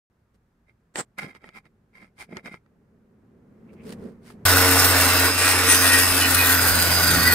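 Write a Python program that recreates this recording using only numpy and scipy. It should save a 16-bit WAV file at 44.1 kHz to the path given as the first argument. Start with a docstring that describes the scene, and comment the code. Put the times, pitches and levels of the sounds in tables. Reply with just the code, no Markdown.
"""A workshop, through a stereo microphone pair. First, at the bench and a little to the right, a steel rule
and a bevel gauge are slid and set down on a plywood board. A pencil marks it as a distant rumble swells.
At 4.45 s the scene cuts to a table saw running close by: the motor hums and whines, the teeth churn the air.
Then the plywood is fed in: the teeth chop it and fling out chips and dust, the blade rings and squeals,
and toward the end the speed sags and the blade's draught thumps the microphones."""
import sys
import numpy as np
from scipy import signal
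from scipy.fft import rfft, irfft
from scipy.io import wavfile
from scipy.ndimage import uniform_filter1d, map_coordinates

SR = 44100
rng = np.random.default_rng(int(sys.argv[2]) if len(sys.argv) > 2 else 0)


def inscribe(sig):
    """Save sig as 16-bit PCM at rate SR to the path in sys.argv[1].

    A 1-D sig is mono; a 2-D sig holds one channel per row.
    Samples are clipped to [-1, 1] before scaling.
    """
    pcm = np.round(np.clip(np.atleast_2d(sig).T, -1, 1) * 32767)
    wavfile.write(sys.argv[1], SR, pcm.astype(np.int16))


N = 323694
TIME, HZ = np.arange(N) / SR, np.fft.rfftfreq(N, 1 / SR)


def amp(db):
    """Decibels to gain."""
    return 10 ** (np.asarray(db) / 20)

def unit(x):
    """Scales to rms 1."""
    return x / np.sqrt(np.mean(x ** 2) + 1e-20)

def curve(points):
    """Joins (time, value) points by straight lines."""
    return np.interp(TIME, *np.transpose(points))

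def spectrum(points):
    """Joins (frequency, value) points on a log-frequency axis."""
    hz, value = np.transpose(points)
    return np.interp(np.log(HZ + 1), np.log(hz + 1), value)

def tone(points):
    """Gain per frequency from (frequency, dB) points."""
    return amp(spectrum(points))

def peaks(modes):
    """Gain of resonances given as (frequency, width, dB)."""
    return sum(amp(db) / (1 + (2 * (HZ - hz) / width) ** 2) for hz, width, db in modes)

def colour(x, gain):
    """Filters x by a gain per frequency; rms 1."""
    return unit(irfft(rfft(x) * gain, N))

def noise():
    """Two unrelated white noises."""
    return rng.standard_normal((2, N))

def wander(rate_hz):
    """Random drift of rms 1."""
    knots = rng.standard_normal(int(2 * rate_hz * N / SR) + 2)
    return unit(np.interp(TIME * 2 * rate_hz, np.arange(len(knots)), knots))

def bump(at, width, shape=2):
    """A smooth rise and fall: 1 at its centre, 1/e one width to either side."""
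    return np.exp(-np.minimum(abs((TIME - at) / width), 9) ** shape)

def patchy(x, depth_db, bins, frames):
    """Narrow bands swell and fade each on their own."""
    bands = signal.stft(x, nperseg=1024)[2]
    field = uniform_filter1d(rng.standard_normal(bands.shape[1:]), bins, axis=0)
    field = unit(uniform_filter1d(field, frames, axis=1))
    return unit(signal.istft(bands * amp(depth_db * field), nperseg=1024)[1][:, :N])

def mic_pair(pair, likeness, balance_db=0, lead=0):
    """Two signals become a left and a right microphone whose middle keeps its level."""
    a, b = rfft(pair)
    tilt = amp(balance_db / 2)
    right = (likeness * a * np.exp(-1j * lead) + np.sqrt(1 - likeness ** 2) * b) / tilt
    middle = np.sqrt(tilt ** 2 + tilt ** -2 + 2 * likeness * np.cos(lead)) / 2
    return irfft(np.array([a * tilt, right]) / middle, N)


# distant rumble: (time [s], level [dB]); its tone and the room air's: (frequency [Hz], level [dB])
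RUMBLE_LEVEL = [(.1, -75.5), (1.6, -67), (2.65, -63), (3.45, -55), (4.0, -41.5), (4.2, -51), (4.44, -46)]
RUMBLE_TONE = [(30, -22), (90, -8), (170, -3), (222, 2.5), (300, -12), (400, -8), (500, -14.5), (700, -24),
               (2000, -35), (3500, -51), (15000, -57)]
AIR_TONE = [(15, -32), (25, 3), (109, 6), (250, -8), (749, -16.5), (1580, -18.5), (3010, -32.5),
            (15000, -41)]
def room_tone():
    """Still workshop air, and a low rumble swelling in the distance."""
    rumble = amp(curve(RUMBLE_LEVEL)) * colour(noise(), tone(RUMBLE_TONE))
    air = amp(-67) * colour(noise(), tone(AIR_TONE))
    return rumble + air

def friction(gain, grain_db):
    """Sliding catches on the wood grain, so the hiss comes in tiny clumps."""
    return colour(noise() * amp(grain_db * wander(400)), gain)

def stroke(at, width, db):
    """Power of one hand movement, speeding up and slowing down."""
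    return amp(db) ** 2 * bump(at, width, shape=1.78)

# hiss of rubbed plywood: (frequency [Hz], level [dB])
HISS_TONE = [(1700, 3.5), (3700, -3), (4800, -0.5), (6500, -7.5), (8200, -5), (9400, 0), (11000, -14.5),
             (13000, -10), (15500, -15)]
# pencil strokes: (time [s], width [s], hiss [dB], board [dB])
PENCIL_STROKES = [(0.351, 0.0074, -74, -67), (3.738, 0.0083, -68, -49), (3.891, 0.027, -51, -36.5),
                  (3.927, 0.01, -48.5, -47), (4.053, 0.039, -63.5, -38.5)]
# pencil squeaks: (time [s], width [s], level [dB])
SQUEAKS = [(3.7, 0.016, -68), (3.812, 0.023, -62)]
def pencil():
    """The lead hisses over the grain, drums on the board and now and then squeaks."""
    hiss = np.sqrt(sum(stroke(at, width, db) for at, width, db, _ in PENCIL_STROKES))
    drum = np.sqrt(sum(stroke(at, width, db) for at, width, _, db in PENCIL_STROKES))
    squeak = np.sqrt(sum(stroke(*row) for row in SQUEAKS))
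    return (hiss * friction(tone(HISS_TONE), grain_db=3.5)
            + drum * friction(peaks([(214, 57, 7), (442, 130, 1.5), (1500, 870, -30)]), grain_db=2)
            + squeak * friction(peaks([(2330, 800, 0)]), grain_db=3.5))

# the rule's scrape: (time [s], level [dB]) and (frequency [Hz], level [dB])
RULE_LEVEL = [(.94, -66), (.962, -39.5), (.99, -29), (1.008, -31), (1.022, -46), (1.05, -67)]
RULE_TONE = [(60, -27), (170, 4.5), (400, 4.5), (2100, -2.5), (2500, -8.5), (6700, -11.5), (7500, 2),
             (8700, -3), (10500, -25), (15000, -25)]
def rule():
    """The steel rule scrapes across the board's edge."""
    sliding = (TIME > RULE_LEVEL[0][0]) & (TIME < RULE_LEVEL[-1][0])
    return sliding * amp(curve(RULE_LEVEL)) * friction(tone(RULE_TONE), grain_db=1)

# the gauge slides: (time [s], width [s], level [dB], extra weight on the board [dB])
SLIDES = [(0.696, .012, -66, -2), (1.192, 0.0056, -29, -12), (1.219, 0.015, -38, -5.5),
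          (1.242, 0.014, -39.5, 2.5), (1.289, 0.023, -50, 1), (1.361, 0.0098, -49.5, -6),
          (1.464, 0.026, -54, -1), (1.568, 0.015, -43.5, -12), (1.661, 0.0096, -60, 4.5),
          (1.971, .017, -53.5, -6), (2.032, .026, -54.5, 0), (2.323, 0.018, -55, 11.5),
          (2.372, 0.018, -49, 8.5), (2.469, 0.013, -40, -0.5), (2.533, 0.02, -47.5, -3)]
# it is whisked off: (time [s], width [s], hiss [dB], ring [dB])
LIFTS = [(2.216, 0.017, -47, -45), (4.288, 0.026, -53.5, -65)]
# the shaken board: (frequency [Hz], level [dB])
BOARD_TONE = [(70, -23), (140, -5.5), (190, 5), (270, -4), (400, -7), (700, -11.5), (1100, -58)]
# the gauge's blade: (frequency [Hz], width [Hz], level [dB])
GAUGE_MODES = [(802, 98, -3.5), (1034, 61, -4), (1344, 190, -3), (1650, 150, -6), (2096, 115, 6),
               (2314, 290, -1.5), (3210, 120, -13.5), (3790, 90, -12.5), (4680, 160, -18.5),
               (5070, 110, -15)]
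def bevel_gauge():
    """Sliding the gauge shakes the board, rings its steel blade and hisses; lifting rings and hisses."""
    slide = sum(stroke(at, width, db) for at, width, db, _ in SLIDES)
    press = sum(stroke(at, width, db + weight_db) for at, width, db, weight_db in SLIDES)
    lift_hiss = sum(stroke(at, width, db) for at, width, db, _ in LIFTS)
    lift_ring = sum(stroke(at, width, db) for at, width, _, db in LIFTS)
    board = np.sqrt(press) * friction(tone(BOARD_TONE), grain_db=5.5)
    steel = patchy(friction(peaks(GAUGE_MODES), grain_db=4.5), depth_db=1.5, bins=4, frames=4)
    hiss = np.sqrt(amp(-13) ** 2 * slide + lift_hiss) * friction(tone(HISS_TONE), grain_db=2.5)
    return board + np.sqrt(slide + lift_ring) * steel + hiss

# tools are set down: (time [s], relative level [dB], dull above [Hz])
KNOCKS = [(0.9572, -7.5, 4930), (1.185, -19.5, 8700), (1.35, -26, 2960), (1.442, -20.5, 1700),
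          (1.49, -25.5, 3370), (1.655, -36, 2210), (2.028, -37, 3000), (2.189, -33, 6000),
          (2.326, -13, 600), (2.369, -13, 4340), (2.459, -21.5, 4000), (2.542, -18.5, 1920),
          (2.662, -42.5, 2500), (4.303, -20, 1000)]
# the board with the gauge on it: (frequency [Hz], level [dB], time to fall 60 dB [s])
BOARD_MODES = [(178.4, -24, .09), (353, -9.5, 0.032), (503, -10.5, 0.023), (880, -15.5, 0.055),
               (1310, -2, 0.012), (1910, -2, 0.024), (2330, -18.5, .05), (3030, -22, .04),
               (4520, -11.5, 0.02)]
def knocks(crack_s=0.0018):
    """Each blow makes a contact crack and rings the modes of the board."""
    out, t = np.zeros((2, N)), TIME[:SR // 5]
    for at, db, dull_hz in KNOCKS:
        ring = sum(amp(mode_db - 60 * t / t60) * np.sin(2 * np.pi * (hz * t + 1.6 * rng.random((2, 1))))
                   for hz, mode_db, t60 in BOARD_MODES)
        crack = amp(3) * rng.standard_normal((2, len(t))) * np.exp(-t / crack_s)
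        knock = signal.lfilter(*signal.butter(2, dull_hz, fs=SR), ring + crack)
        start = round(at * SR)
        out[:, start:start + len(t)] += amp(db - 15) * knock
    return out

# microphones at the bench: (frequency [Hz], left-right likeness [0-1])
BENCH_LIKENESS = [(130, 1), (300, 0.91), (700, 0.55), (1400, .2), (15000, 0.22)]
# the hands, right of centre: (time [s], left minus right [dB])
HANDS_PAN = [(1.0, -2), (1.6, -3.5), (2.2, -1.3)]
def bench():
    """At the bench: marking out the board, over the room tone."""
    likeness, pan = spectrum(BENCH_LIKENESS), amp(curve(HANDS_PAN) / 2)
    tools = mic_pair(bevel_gauge() + pencil() + rule() + knocks(), likeness)
    room = mic_pair(room_tone(), likeness, balance_db=-0.6) * (TIME > RUMBLE_LEVEL[0][0])
    return tools * np.array([pan, 1 / pan]) + room


# wind on the microphones: (time [s], width [s], level [dB])
BUFFETS = [(6.125, 0.027, -40), (6.714, 0.041, -33), (7.132, .045, -42), (7.285, .025, -38)]
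def buffets():
    """The blade's draught thumps the microphones, mostly the right one."""
    gusts = sum(amp(db) * bump(at, width) for at, width, db in BUFFETS)
    return gusts * colour(noise(), peaks([(45, 99, 0)])) * amp([[-5], [4]])

# the saw's speed, as the pitch of its whine: (time [s], frequency [Hz])
WHINE_PITCH = [(4.46, 5152), (4.9, 5080), (5.25, 5033), (5.6, 5107), (5.75, 5068), (6.12, 5058),
               (6.6, 4964), (6.78, 4857), (7.02, 4862), (7.15, 4796), (7.34, 4820)]
WHINE_PER_TURN = 56.28
def shaft_turns():
    """Turns made so far by the shaft, which slows under load."""
    return np.cumsum(curve(WHINE_PITCH) / WHINE_PER_TURN) / SR

def feed_db(open_db, covered, loaded):
    """A layer's level, shifted in dB as the board covers the blade and as load drags the speed down."""
    cover = np.clip((TIME - 4.69) / 1.46, 0, 1)
    easy_hz, full_sag_hz = 5057, 267
    load = np.clip((easy_hz - curve(WHINE_PITCH)) / full_sag_hz, 0, 1)
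    return open_db + cover * covered + load * loaded

def shudder(judder_db):
    """Under load the board shudders on the table."""
    level = amp(feed_db(-49.5, covered=6.4, loaded=9.6) + judder_db)
    return level * colour(noise(), peaks([(110, 83, -1.2), (260, 42, 1)]))

def shaft_tone(turns, multiple, db, flutter_hz, phase_hz, flutter_db=2.6, phase_rad=0.5):
    """A tone locked to the rotation, fluttering in level and phase."""
    level = amp(db + flutter_db * wander(flutter_hz))
    return level * np.sin(2 * np.pi * multiple * turns + phase_rad * wander(phase_hz))

# the shaft's hum: (time [s], level [dB]); its buzz: (multiple of shaft speed, relative level [dB])
HUM_LEVEL = [(4.48, -24.5), (5.25, -28), (5.32, -34.5), (5.65, -30), (5.72, -32.5), (6.1, -30.5),
             (7.3, -28.5)]
BUZZ_ORDERS = [(3, -5), (5, -9), (7, -16.5), (13, -11.5)]
def hum(turns, dip_db, judder_db):
    """The unbalanced shaft hums and buzzes on odd orders; load brings up the second."""
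    shaft = amp(curve(HUM_LEVEL) + 0.6 * wander(9.8)) * np.sin(2 * np.pi * turns)
    buzz_db = feed_db(-25.5, covered=-6.5, loaded=-7) + dip_db
    buzz = sum(shaft_tone(turns, k, buzz_db + db, flutter_hz=8.5, phase_hz=11.8,
                          flutter_db=1.7 * np.log(k), phase_rad=0.11 * k) for k, db in BUZZ_ORDERS)
    labour_db = feed_db(-56, covered=8, loaded=10) + judder_db
    labour = amp(labour_db) * np.sin(4 * np.pi * turns + 0.23 * wander(12))
    return np.sqrt(2) * (shaft + buzz + labour)

# tooth passing and its overtones: (multiple of shaft speed, level [dB])
TOOTH_ORDERS = [(30, -35), (60, -42), (90, -36)]
def whine(turns):
    """The motor's whine, which fades once for a moment, and the siren of the passing teeth."""
    motor_db = feed_db(-31, covered=-0.57, loaded=5.45) - 15 * bump(6.45, 0.094)
    motor = shaft_tone(turns, WHINE_PER_TURN, motor_db, flutter_hz=32, phase_hz=27)
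    teeth = sum(shaft_tone(turns, k, db, flutter_hz=30, phase_hz=25) for k, db in TOOTH_ORDERS)
    return motor + amp(feed_db(0, covered=1, loaded=-28)) * teeth

def throb(turns, depth):
    """Uneven teeth make the noise swell in the same way on every turn."""
    pattern = sum(np.cos(2 * np.pi * (k * turns + rng.random())) / k ** 0.26 for k in range(1, 7))
    return unit(np.exp(depth * unit(pattern)))

def tooth_blows(turns, rough, orders=192, patterns_per_s=6):
    """Blows that repeat with each turn of the blade and slowly change, plus random splintering."""
    phases = rng.random((2, 96, orders + 1))
    patterns = irfft(np.exp(2j * np.pi * phases), 16 * orders)  # each spans one turn
    where = [TIME * patterns_per_s, turns % 1 * patterns.shape[-1]]
    blows = np.array([map_coordinates(side, where, order=1, mode="grid-wrap") for side in patterns])
    return unit(blows) + rough * noise()

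# air around the blade: (frequency [Hz], level [dB])
ROAR_TONE = [(30, -18), (130, -7.5), (200, -9), (270, 5.5), (350, -0.5), (470, 0.5), (750, 0), (1150, 3),
             (1950, 2.5), (2300, -2), (2700, -3), (3100, -10), (3700, -6), (5500, -10), (8000, -11),
             (15000, -51)]
def roar(turns, swell, dip_db):
    """The teeth churn the air into a broad roar."""
    churn = patchy(tooth_blows(turns, rough=2.45), depth_db=2, bins=4, frames=5) * swell
    return amp(feed_db(-20, covered=-5, loaded=0.88) + dip_db) * colour(churn, tone(ROAR_TONE))

def howl(swell, dip_db):
    """Air whistles through the gullets between the teeth, louder at first."""
    db = feed_db(-28, covered=-4.5, loaded=5.6) + 3.9 * bump(4.57, 0.17) + dip_db
    return amp(db) * colour(noise() * swell, peaks([(1473, 130, 0)]))

# pushes on the board: (time [s], width [s], ringing [dB], strongest near [Hz], chips [dB], dust [dB])
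BITES = [(5.453, 0.091, -27, 2460, -24.5, -43), (5.715, .045, -23.5, 2220, -19.5, -30),
         (5.852, 0.038, -31.5, 2070, -26, -34), (5.948, 0.064, -21, 2050, -23.5, -37),
         (6.244, 0.034, -23, 2800, -42, -36), (6.413, 0.041, -23.5, 2420, -44, -36),
         (6.51, 0.087, -23.5, 1545, -31.5, -23), (6.68, .05, -29.5, 1560, -32, -23),
         (7.083, 0.035, -23, 1450, -25.5, -41), (7.293, 0.13, -24.5, 1900, -52, -47)]
# the saw blade: (frequency [Hz], width [Hz], level [dB])
SAW_MODES = [(1424, 130, 4), (1560, 95, 5), (1890, 96, 9), (1923, 53, 1.5), (2443, 100, 5),
             (2592.5, 160, -11), (2960, 27, 7), (4200, 120, 10)]
def bites(blows, spread_octaves=0.63):
    """At each push the teeth bite and ring the blade's resonances, some more than others."""
    ringing, out = colour(blows, peaks(SAW_MODES)), np.zeros((2, N))
    for at, width, db, hz, _, _ in BITES:
        near = abs(TIME - at) < 3 * width
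        octaves = np.log2((np.fft.rfftfreq(near.sum(), 1 / SR) + 1) / hz)
        emphasis = 1 / (1 + (octaves / spread_octaves) ** 2) ** 2
        ring = unit(irfft(rfft(ringing[:, near]) * emphasis, near.sum()))
        out[:, near] += amp(db) * bump(at, width)[near] * ring
    return out

# coarse chips and fine dust: (frequency [Hz], level [dB])
CHIP_TONE = [(1500, -10.5), (3800, 0.5), (5500, -4), (7400, -2.5), (8900, 6), (9700, 4), (10600, -1.5),
             (12000, -35)]
DUST_TONE = [(9500, -36), (11000, -3.5), (12200, 6.5), (12800, 7.5), (13500, -2), (14500, 2), (15400, 1.5)]
def sawdust(turns, swell, dip_db):
    """The teeth fling out chips and dust in uneven bursts, more at each bite."""
    debris = patchy(tooth_blows(turns, rough=1), depth_db=3.5, bins=5, frames=6)
    debris *= swell * amp(0.59 * wander(1620) + 1.86 * wander(40))
    chip_bursts = sum(amp(db) * bump(at, width) for at, width, _, _, db, _ in BITES)
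    dust_bursts = sum(amp(db) * bump(at, width) for at, width, _, _, _, db in BITES)
    chip_gain = np.hypot(amp(feed_db(-25.5, covered=0.26, loaded=-1.86) + dip_db), chip_bursts)
    dust_gain = np.hypot(amp(feed_db(-24, covered=-2, loaded=1.63) + dip_db), dust_bursts)
    return chip_gain * colour(debris, tone(CHIP_TONE)) + dust_gain * colour(debris, tone(DUST_TONE))

# teeth on plywood: (frequency [Hz], level [dB])
CHOP_TONE = [(900, -16), (1400, 16), (1950, 6.5), (2150, -8.5), (2650, 16), (3100, -19), (4400, -9),
             (7000, -23), (9700, -33), (11000, -19)]
def chop(blows, dip_db):
    """The teeth chop the wood, louder as it covers the blade and weaker under load."""
    return amp(feed_db(-41.5, covered=11.9, loaded=-18) + dip_db) * colour(blows, tone(CHOP_TONE))

# blade squeals: (time [s], width [s], multiple of shaft speed, level [dB])
SQUEALS = [(5.74, 0.049, 67, -27), (5.78, 0.11, 69, -31), (5.98, 0.091, 21, -22.5), (5.96, 0.18, 109, -29),
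           (6.41, 0.034, 28, -22), (7.283, .05, 23, -23.5), (7.31, 0.14, 51, -26.5)]
def squeals(turns):
    """The blade rubs the kerf; a resonance locks onto the rotation and sings with a rasp."""
    return sum(bump(at, width) * shaft_tone(turns, k, db, flutter_hz=41, phase_hz=40)
               for at, width, k, db in SQUEALS)

# the level dips briefly: (time [s], width [s], body [dB], treble [dB])
DIPS = [(5.349, 0.049, -6, -8.5), (5.567, 0.12, 0, -6.5)]
# microphones close to the saw:
SAW_LIKENESS = [(100, 0.96), (900, 0.82), (2000, 0.85), (3500, 0.36), (5000, 0.46), (6800, 0.67),
                (8000, 0.62), (9200, .15), (11800, 0.34), (12900, 1), (15000, .25)]  # (frequency [Hz], left-right likeness [0-1])
SAW_BALANCE = [(100, 0.5), (1600, 0.5), (3500, -1), (4700, -10), (5400, -5), (6500, -19.5), (7700, -3.5),
               (8700, 4), (9900, 27), (11200, 3.5), (14200, -6), (14900, -10)]  # (frequency [Hz], left minus right [dB])
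SAW_LEAD = [(1000, 0.054), (2500, 1.22), (4500, 1.16), (5200, 3), (6500, 1), (7200, 0.5)]  # (frequency [Hz], left phase lead [rad])
def table_saw():
    """Close to the saw: its noises spread between the microphones, its tones reach both coherently."""
    turns = shaft_turns()
    body_db = sum(db * bump(at, width) for at, width, db, _ in DIPS)
    treble_db = sum(db * bump(at, width) for at, width, _, db in DIPS)
    judder_db = 6.9 * bump(7.16, 0.079)  # the board judders once on the table
    swell, blows = throb(turns, depth=0.16), tooth_blows(turns, rough=0.58)
    air = roar(turns, swell, body_db) + howl(swell, treble_db)
    cutting = sawdust(turns, swell, treble_db) + chop(blows, body_db) + bites(blows) + shudder(judder_db)
    tones = hum(turns, body_db, judder_db) + whine(turns) + squeals(turns)
    balance_db, lead = spectrum(SAW_BALANCE), spectrum(SAW_LEAD)
    diffuse = mic_pair(air + cutting, spectrum(SAW_LIKENESS), balance_db, lead)
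    return diffuse + mic_pair(np.array([tones, tones]), 1, balance_db, 0.65 * lead)


def scene(cut_s=4.452):
    """The bench, then a sudden change to the running saw."""
    at_saw = np.clip((TIME - cut_s) / 0.002, 0, 1)
    return (1 - at_saw) * bench() + at_saw * (table_saw() + buffets())

def record(dry, ceiling=0.85, edge_hz=15650):
    """The loudest peaks are softly rounded; then the recorder's band limit."""
    rounded = dry / (1 + (dry / ceiling) ** 6) ** (1 / 6)
    lowpass = signal.firwin(511, edge_hz, window=("kaiser", 9), fs=SR)
    return signal.oaconvolve(rounded, lowpass[None], "same")


dry = scene()
out = record(dry)
inscribe(out)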